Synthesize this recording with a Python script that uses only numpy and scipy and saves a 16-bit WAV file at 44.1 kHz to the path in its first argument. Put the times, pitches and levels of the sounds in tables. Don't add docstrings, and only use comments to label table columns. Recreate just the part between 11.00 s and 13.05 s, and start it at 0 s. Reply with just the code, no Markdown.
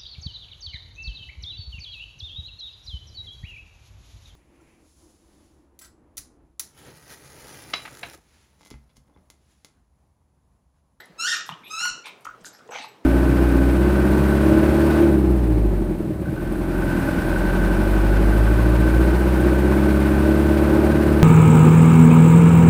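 import sys
import numpy as np
from scipy import signal
from scipy.fft import rfft, irfft
from scipy.io import wavfile
from scipy.ndimage import uniform_filter1d

SR = 44100
rng = np.random.default_rng(int(sys.argv[2]) if len(sys.argv) > 2 else 0)


def persist_wave(psi):
    counts = np.round(np.clip(psi, -1, 1) * 32767).astype(np.int16)
    wavfile.write(sys.argv[1], SR, np.atleast_2d(counts).T)


def undo_db(level):
    steps = np.asarray(level, float) / 20
    return 10 ** steps


N = 90404

# (time [s], pitch [Hz], level [dB], stall below pitch [0-1])
REED_SQUEEZES = [
    [(.178, 1290, -60, 0), (.188, 1310, -41, 0), (.203, 1340, -31, 0), (.242, 1410, -27.5, .004),
     (.262, 1510, -28, .03), (.278, 1840, -27.5, .22), (.302, 1850, -26, .1), (.34, 1840, -27.5, .3),
     (.372, 1700, -46, .3)],
    [(.695, 1235, -58, 0), (.712, 1266, -36.5, 0), (.778, 1330, -36.5, 0), (.79, 1348, -29.5, .005),
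     (.828, 1435, -30, .01), (.856, 1468, -27, .02), (.872, 1445, -32, .04), (.892, 1380, -33, .05),
     (.91, 1300, -55, .06)],
]
# (frequency [Hz], level [dB])
TUBE_RESPONSE = [(1460, -3), (1750, -2.5), (2700, -4), (4000, -7.5), (5500, -5.5), (6800, -8), (8200, -17),
                 (15000, -36)]
# (time [s], peak level [dB], pitch [Hz], ring t60 [s], overtone level [dB])
BULB_POPS = [(.002, -32, 1575, 0.016, -10), (0.037, -51, 1872, 0.071, 0), (.408, -36, 2036, 0.011, 15),
             (0.491, -19.5, 1055, 0.01, 4.5), (0.495, -41.5, 1009, 0.028, 14.5),
             (.809, -36.5, 870, 0.04, 9.5), (.85, -28, 994, 0.042, 5.5), (1.057, -41, 895, 0.0093, 15),
             (1.069, -31, 990, 0.013, 6.5), (1.254, -38.5, 984, 0.017, 10), (1.271, -41.5, 1010, 0.013, 8),
             (1.446, -30.5, 1570, 0.01, -2), (1.461, -39, 1490, 0.052, -0.5),
             (1.607, -39.5, 1335, 0.02, -24), (1.589, -48.5, 1420, 0.046, -2),
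             (1.69, -35.5, 950, 0.027, -6), (1.71, -35, 830, 0.014, -5), (2.043, -43.5, 920, 0.032, -0.5)]
# (start [s], length [s], peak level [dB], start pitch [Hz], end pitch [Hz])
BULB_HOOTS = [(1.2525, 0.0052, -31, 1370, 1200), (1.267, 0.0031, -26.5, 1100, 1250),
              (1.2705, 0.009, -28.5, 1280, 1430), (1.287, 0.0075, -34, 1140, 1300),
              (1.291, 0.014, -38.5, 1504, 1320), (1.305, 0.003, -48, 1250, 1300),
              (1.308, .009, -36, 1410, 1480), (1.338, 0.012, -43, 1360, 1230),
              (1.69, 0.017, -35.5, 451, 480), (1.711, 0.027, -34.5, 760, 896), (1.75, 0.026, -34, 796, 837),
              (1.775, 0.026, -37, 814, 742), (1.828, 0.031, -39, 854, 926), (1.748, 0.016, -34, 2240, 2340),
              (1.765, 0.021, -41.5, 2195, 2324), (.508, 0.015, -35, 994, 850),
              (.522, 0.0071, -34, 2920, 2940), (.536, 0.0099, -43, 3030, 3100),
              (.553, 0.0088, -44, 1066, 990)]
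# (time [s], length [s], level [dB], pitch [Hz])
LIP_SMACKS = [(0.057, 0.0024, -48.5, 9800), (0.456, 0.048, -53, 10100), (0.664, 0.065, -58.5, 10400),
              (0.858, 0.01, -42, 11600), (1.055, 0.024, -45, 8000), (1.205, 0.027, -65.5, 9300),
              (1.245, 0.012, -46.5, 6850), (1.247, 0.016, -56, 13900), (1.405, 0.019, -62, 6300),
              (1.438, 0.015, -57, 10800), (1.447, 0.043, -44, 7580), (1.576, 0.026, -63.5, 7360),
              (1.676, 0.0056, -57, 5960), (1.708, 0.075, -64, 8900), (1.835, 0.023, -70, 9350),
              (2.043, .01, -57, 7350)]
# (start [s], length [s], level [dB], low pitch [Hz], high pitch [Hz])
NOSE_SNORTS = [
    (-.05, 0.09, -48.5, 1780, 3560),
    (.493, 0.062, -47, 1200, 3020),
    (1.04, 0.07, -43.5, 2510, 3200),
    (1.53, 0.044, -58.5, 1610, 4630),
    (1.705, 0.075, -41.5, 1420, 2410),
    (1.73, 0.094, -40, 2190, 2970),
    (1.77, 0.11, -42.5, 2580, 3700),
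]
# (start [s], length [s], level [dB], start pitch [Hz], end pitch [Hz])
TEETH_WHISTLES = [(0, 0.056, -50.5, 1960, 1960), (.628, 0.075, -50, 2300, 2700),
                  (.66, .05, -53, 2700, 3050), (.635, 0.09, -49, 3500, 3800), (1.035, .06, -48, 2300, 2500),
                  (1.085, 0.045, -49.5, 2550, 2450), (1.045, .07, -50, 900, 950),
                  (1.901, 0.045, -55, 425, 425), (1.53, 0.06, -57, 5250, 5250),
                  (1.704, 0.11, -48, 6100, 6100), (1.708, 0.035, -64, 12800, 12800),
                  (1.812, 0.044, -59, 8400, 8400), (1.831, 0.037, -63, 11240, 11240),
                  (1.815, .045, -49, 4150, 4250), (1.85, .05, -52, 880, 860),
                  (1.455, .05, -60, 12500, 12000), (1.06, .05, -62, 12800, 12800),
                  (1.66, .04, -57, 430, 450), (1.72, .05, -51, 480, 520)]
# (time [s], peak level [dB], pitch [Hz], t60 [s])
TAG_STRIKES = [(.001, -44, 12740, 0.082), (.001, -42, 7800, 0.039), (.36, -43, 12840, 0.094),
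               (0.641, -50.5, 11550, 0.16), (1.108, -82, 12800, .1), (1.29, -62, 15100, 0.09),
               (1.528, -52.5, 11550, 0.15), (1.535, -60, 12200, .06), (1.706, -28.5, 7800, 0.024),
               (1.875, -57, 12450, 0.15), (1.88, -51.5, 7800, 0.099)]
# (time [s], peak level [dB], pitch [Hz], t60 [s])
SOFT_BUMPS = [(0.098, -41, 172, 0.078), (.12, -56, 55, 0.24), (0.496, -36, 166.6, 0.095),
              (0.522, -29.5, 167, 0.069), (0.809, -48.5, 171, 0.12), (0.857, -51, 198, 0.21),
              (.9, -37, 40.5, 0.093), (0.911, -44.5, 139, 0.079), (1.799, -38, 270, 0.057),
              (1.28, -53, 43.4, 0.17), (1.34, -59, 45, 0.19), (1.411, -42.5, 175, 0.083),
              (1.42, -42, 35.7, 0.067)]
# (frequency [Hz], t60 [s])
ROOM_DECAY = [(200, 0.53), (1300, 0.42), (3500, 0.38), (7000, 0.33), (12000, 0.061)]
# (frequency [Hz], level [dB per Hz])
HUSH_SPECTRUM = [(15, -52), (25, -3.5), (433, -2.5), (1270, -9), (1750, -13), (2490, -17.5), (3000, -19),
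                 (3630, -21.5), (15500, -37)]


def evened(x):
    return x / np.sqrt(np.mean(x ** 2) + 1e-20)


def read(points, hz):
    f, value = np.transpose(points)
    return np.interp(np.log(hz + 1), np.log(f + 1), value)


def add(mix, s, sound):
    at = round(s * SR)
    part = mix[max(at, 0):][:len(sound) + min(at, 0)]
    part += sound[max(-at, 0):][:len(part)]


def resonate(x, hz, width):
    q = max(hz / width, .3)
    return signal.lfilter(*signal.iirpeak(np.clip(hz, 20, SR / 2.2), q, SR), x)


def resonate_twice(x, hz, q):
    return resonate(resonate(x, hz, hz / q), hz, hz / q)


def drift(noise, seconds):
    size = max(round(seconds * SR), 1)
    return evened(uniform_filter1d(uniform_filter1d(noise, size), size))


def ring(hz, t60, rise):
    t = np.arange(0, t60, 1 / SR)
    return np.minimum(t / rise, 1) * undo_db(-60 * t / t60) * np.sin(2 * np.pi * hz * t)


def swell(length):
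    return np.sin(np.pi * np.clip(np.arange(9000) / SR / length, 0, 1) ** 0.72)


def squeak(mix, rows):
    waver, fray, stall_s, flutter_db = .006, .05, .005, 1.8
    s, pitch, level, stall = np.transpose(rows)
    t = np.arange(s[0], s[0] + .3, 1 / SR)
    pitch_noise, flutter_noise, air_noise, stall_noise = rng.standard_normal((len(t), 4)).T
    db = np.interp(t, s, level, right=-120)
    stalling = np.interp(t, s, stall)
    slip = np.clip(stalling, 0, .3) * np.clip(abs(drift(stall_noise, stall_s)) - .5, 0, 1)
    jitter = (waver + fray * stalling) * drift(pitch_noise, .0015)
    hz = uniform_filter1d(np.interp(t, s, pitch), 200) * (1 + jitter - slip)
    turn = 2 * np.pi * np.cumsum(hz) / SR
    tone = np.zeros(len(t))
    for k in range(1, 13):
        audible = k * hz < 16000
        tone += undo_db(read(TUBE_RESPONSE, k * hz)) * np.cos(k * turn + k * k) * audible
    tube = undo_db(read(TUBE_RESPONSE, np.fft.rfftfreq(len(t), 1 / SR)))
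    air = evened(irfft(rfft(air_noise) * tube, len(t)))
    air = resonate(resonate(air, 6000, 9000), 6000, 9000)
    air = air * undo_db(-17 + .6 * (db + 30))
    flutter = flutter_db * drift(flutter_noise, 0.0019)
    add(mix, s[0], undo_db(db + flutter) * (evened(tone) + air))


def pop(mix, s, db, hz, t60, over_db):
    overtone, split, rise, crack_db = 2.9, .06, .15 * t60, -10
    for share in (1 - split, 1 + split):
        add(mix, s, undo_db(db + 3) * ring(share * hz, t60, rise))
        add(mix, s, undo_db(db - 7.5 + over_db) * ring(share * overtone * hz, 0.81 * t60, rise / 2))
    crack = resonate(resonate(rng.standard_normal(900), 2 * hz, hz), 2 * hz, hz)
    decay_db = -60 * np.arange(900) / SR / t60
    add(mix, s, undo_db(db + over_db + crack_db + decay_db) * evened(crack))


def hoot(mix, s, length, db, hz, end_hz):
    steady_s, wobble, rasp_db = .012, .6, 3.5
    u = np.arange(0, length, 1 / SR) / length
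    phase_noise, level_noise = rng.standard_normal((2000, 2)).T
    rough = min(length / steady_s, 1.5) ** 2 / 2
    glide = 2 * np.pi * length * (hz * u + (end_hz - hz) * u ** 2 / 2)
    turn = glide + rough * wobble * drift(phase_noise, .002)[:len(u)]
    grain_db = rough * rasp_db * (drift(level_noise, .002)[:len(u)] - .6)
    add(mix, s, undo_db(db + grain_db) * np.sqrt(np.sin(np.pi * u)) * np.sin(turn))


def smack(mix, s, length, db, hz):
    q, grain_db, clicks_per_s = 0.92, -4, 2100
    t = np.arange(4000) / SR
    chance, softness, noise = rng.random(4000), rng.exponential(1, 4000), rng.standard_normal(4000)
    clicks = (chance < clicks_per_s / SR) * undo_db(grain_db * np.minimum(softness, 4))
    spray = noise * (0.079 + clicks)
    pockets = sum(resonate(spray, min(p * hz, 15000), 930) for p in rng.uniform(0.46, 1.346, 4))
    spray = evened(resonate_twice(spray + 9.2 * pockets, hz, q))
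    envelope = np.minimum(t / (0.21 * length), 1) * np.exp(-(t / length) ** 3.0)
    add(mix, s, undo_db(db) * spray * envelope)


def snort(mix, s, length, db, low_hz, high_hz):
    q, rasp_db = 2.6, 4.5
    noise, rasp = rng.standard_normal((9000, 2)).T
    air = noise * undo_db(rasp_db * drift(rasp, .0015))
    nose = evened(resonate_twice(air, low_hz, q))
    nose = nose + undo_db(-2) * evened(resonate_twice(air, high_hz, q))
    nose = nose + undo_db(-8) * evened(resonate_twice(air, 850, 6.2))
    add(mix, s, undo_db(db) * nose * swell(length))


def whistle(mix, s, length, db, hz, end_hz):
    a, b = rng.standard_normal((9000, 2)).T
    smooth = signal.butter(2, hz / 9.0 / 2, fs=SR)
    glide = np.interp(np.arange(9000) / SR, [0, length], [hz, end_hz])
    turn = 2 * np.pi * np.cumsum(glide) / SR
    air = signal.lfilter(*smooth, a) * np.cos(turn) + signal.lfilter(*smooth, b) * np.sin(turn)
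    add(mix, s, undo_db(db) * evened(air) * swell(length))


def tag_strike(mix, s, db, hz, t60):
    add(mix, s, undo_db(db) * ring(hz, t60, .01))


def bump(mix, s, db, hz, t60):
    add(mix, s, undo_db(db) * ring(hz, t60, 1.26 / hz))


def room(x):
    gap_s = .004
    taps, at = np.zeros(SR), np.arange(0, SR - 20, 20)
    taps[at + rng.integers(0, 20, len(at))] = rng.choice([-1., 1.], len(at))
    hz, t, z = signal.stft(taps, SR, nperseg=256)
    decay = undo_db(-60 * t / read(ROOM_DECAY, hz)[:, None])
    tail = signal.istft(z * decay, SR, nperseg=256)[1]
    tail = np.r_[np.zeros(round(gap_s * SR)), tail]
    return signal.fftconvolve(x, tail / np.linalg.norm(tail))[:N]


def hush():
    hush_db, patchy_db, hum_hz, hum_db, low_cut_hz = -55, 2.5, 121.6, -72, 150
    frames, hz = N // 256 + 5, np.fft.rfftfreq(1024, 1 / SR)
    a, b, patches = rng.standard_normal((frames, 513, 3)).T
    patches = evened(uniform_filter1d(uniform_filter1d(patches, 10, 0), 12, 1))
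    level_db = read(HUSH_SPECTRUM, hz)[:, None] + patchy_db * patches
    air = signal.istft((a + 1j * b) * undo_db(level_db), nperseg=1024, noverlap=768)[1]
    air = evened(air[:N])
    air = signal.lfilter(*signal.butter(2, low_cut_hz, "high", fs=SR), air)
    hum = np.sin(2 * np.pi * hum_hz * np.arange(N) / SR)
    hum = hum * undo_db(4.3 * drift(rng.standard_normal(N), 0.16))
    return undo_db(hush_db) * air + undo_db(hum_db) * hum


def scene():
    reed, bulb, near, low = np.zeros((4, N))
    for rows in REED_SQUEEZES:
        squeak(reed, rows)
    for source, mix, table in (
            (pop, near, BULB_POPS), (hoot, bulb, BULB_HOOTS), (smack, near, LIP_SMACKS),
            (snort, near, NOSE_SNORTS), (whistle, near, TEETH_WHISTLES),
            (tag_strike, near, TAG_STRIKES), (bump, low, SOFT_BUMPS)):
        for row in table:
            source(mix, *row)
    sent = undo_db(-1.5) * reed + undo_db(-8) * (near + undo_db(-7) * bulb)
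    return (reed + near + bulb + room(sent) + low + hush())[None]


def roll_off(x):
    return signal.sosfilt(signal.butter(12, 16010, fs=SR, output="sos"), x)


def record(dry):
    return roll_off(dry)


dry = scene()
out = record(dry)
persist_wave(out)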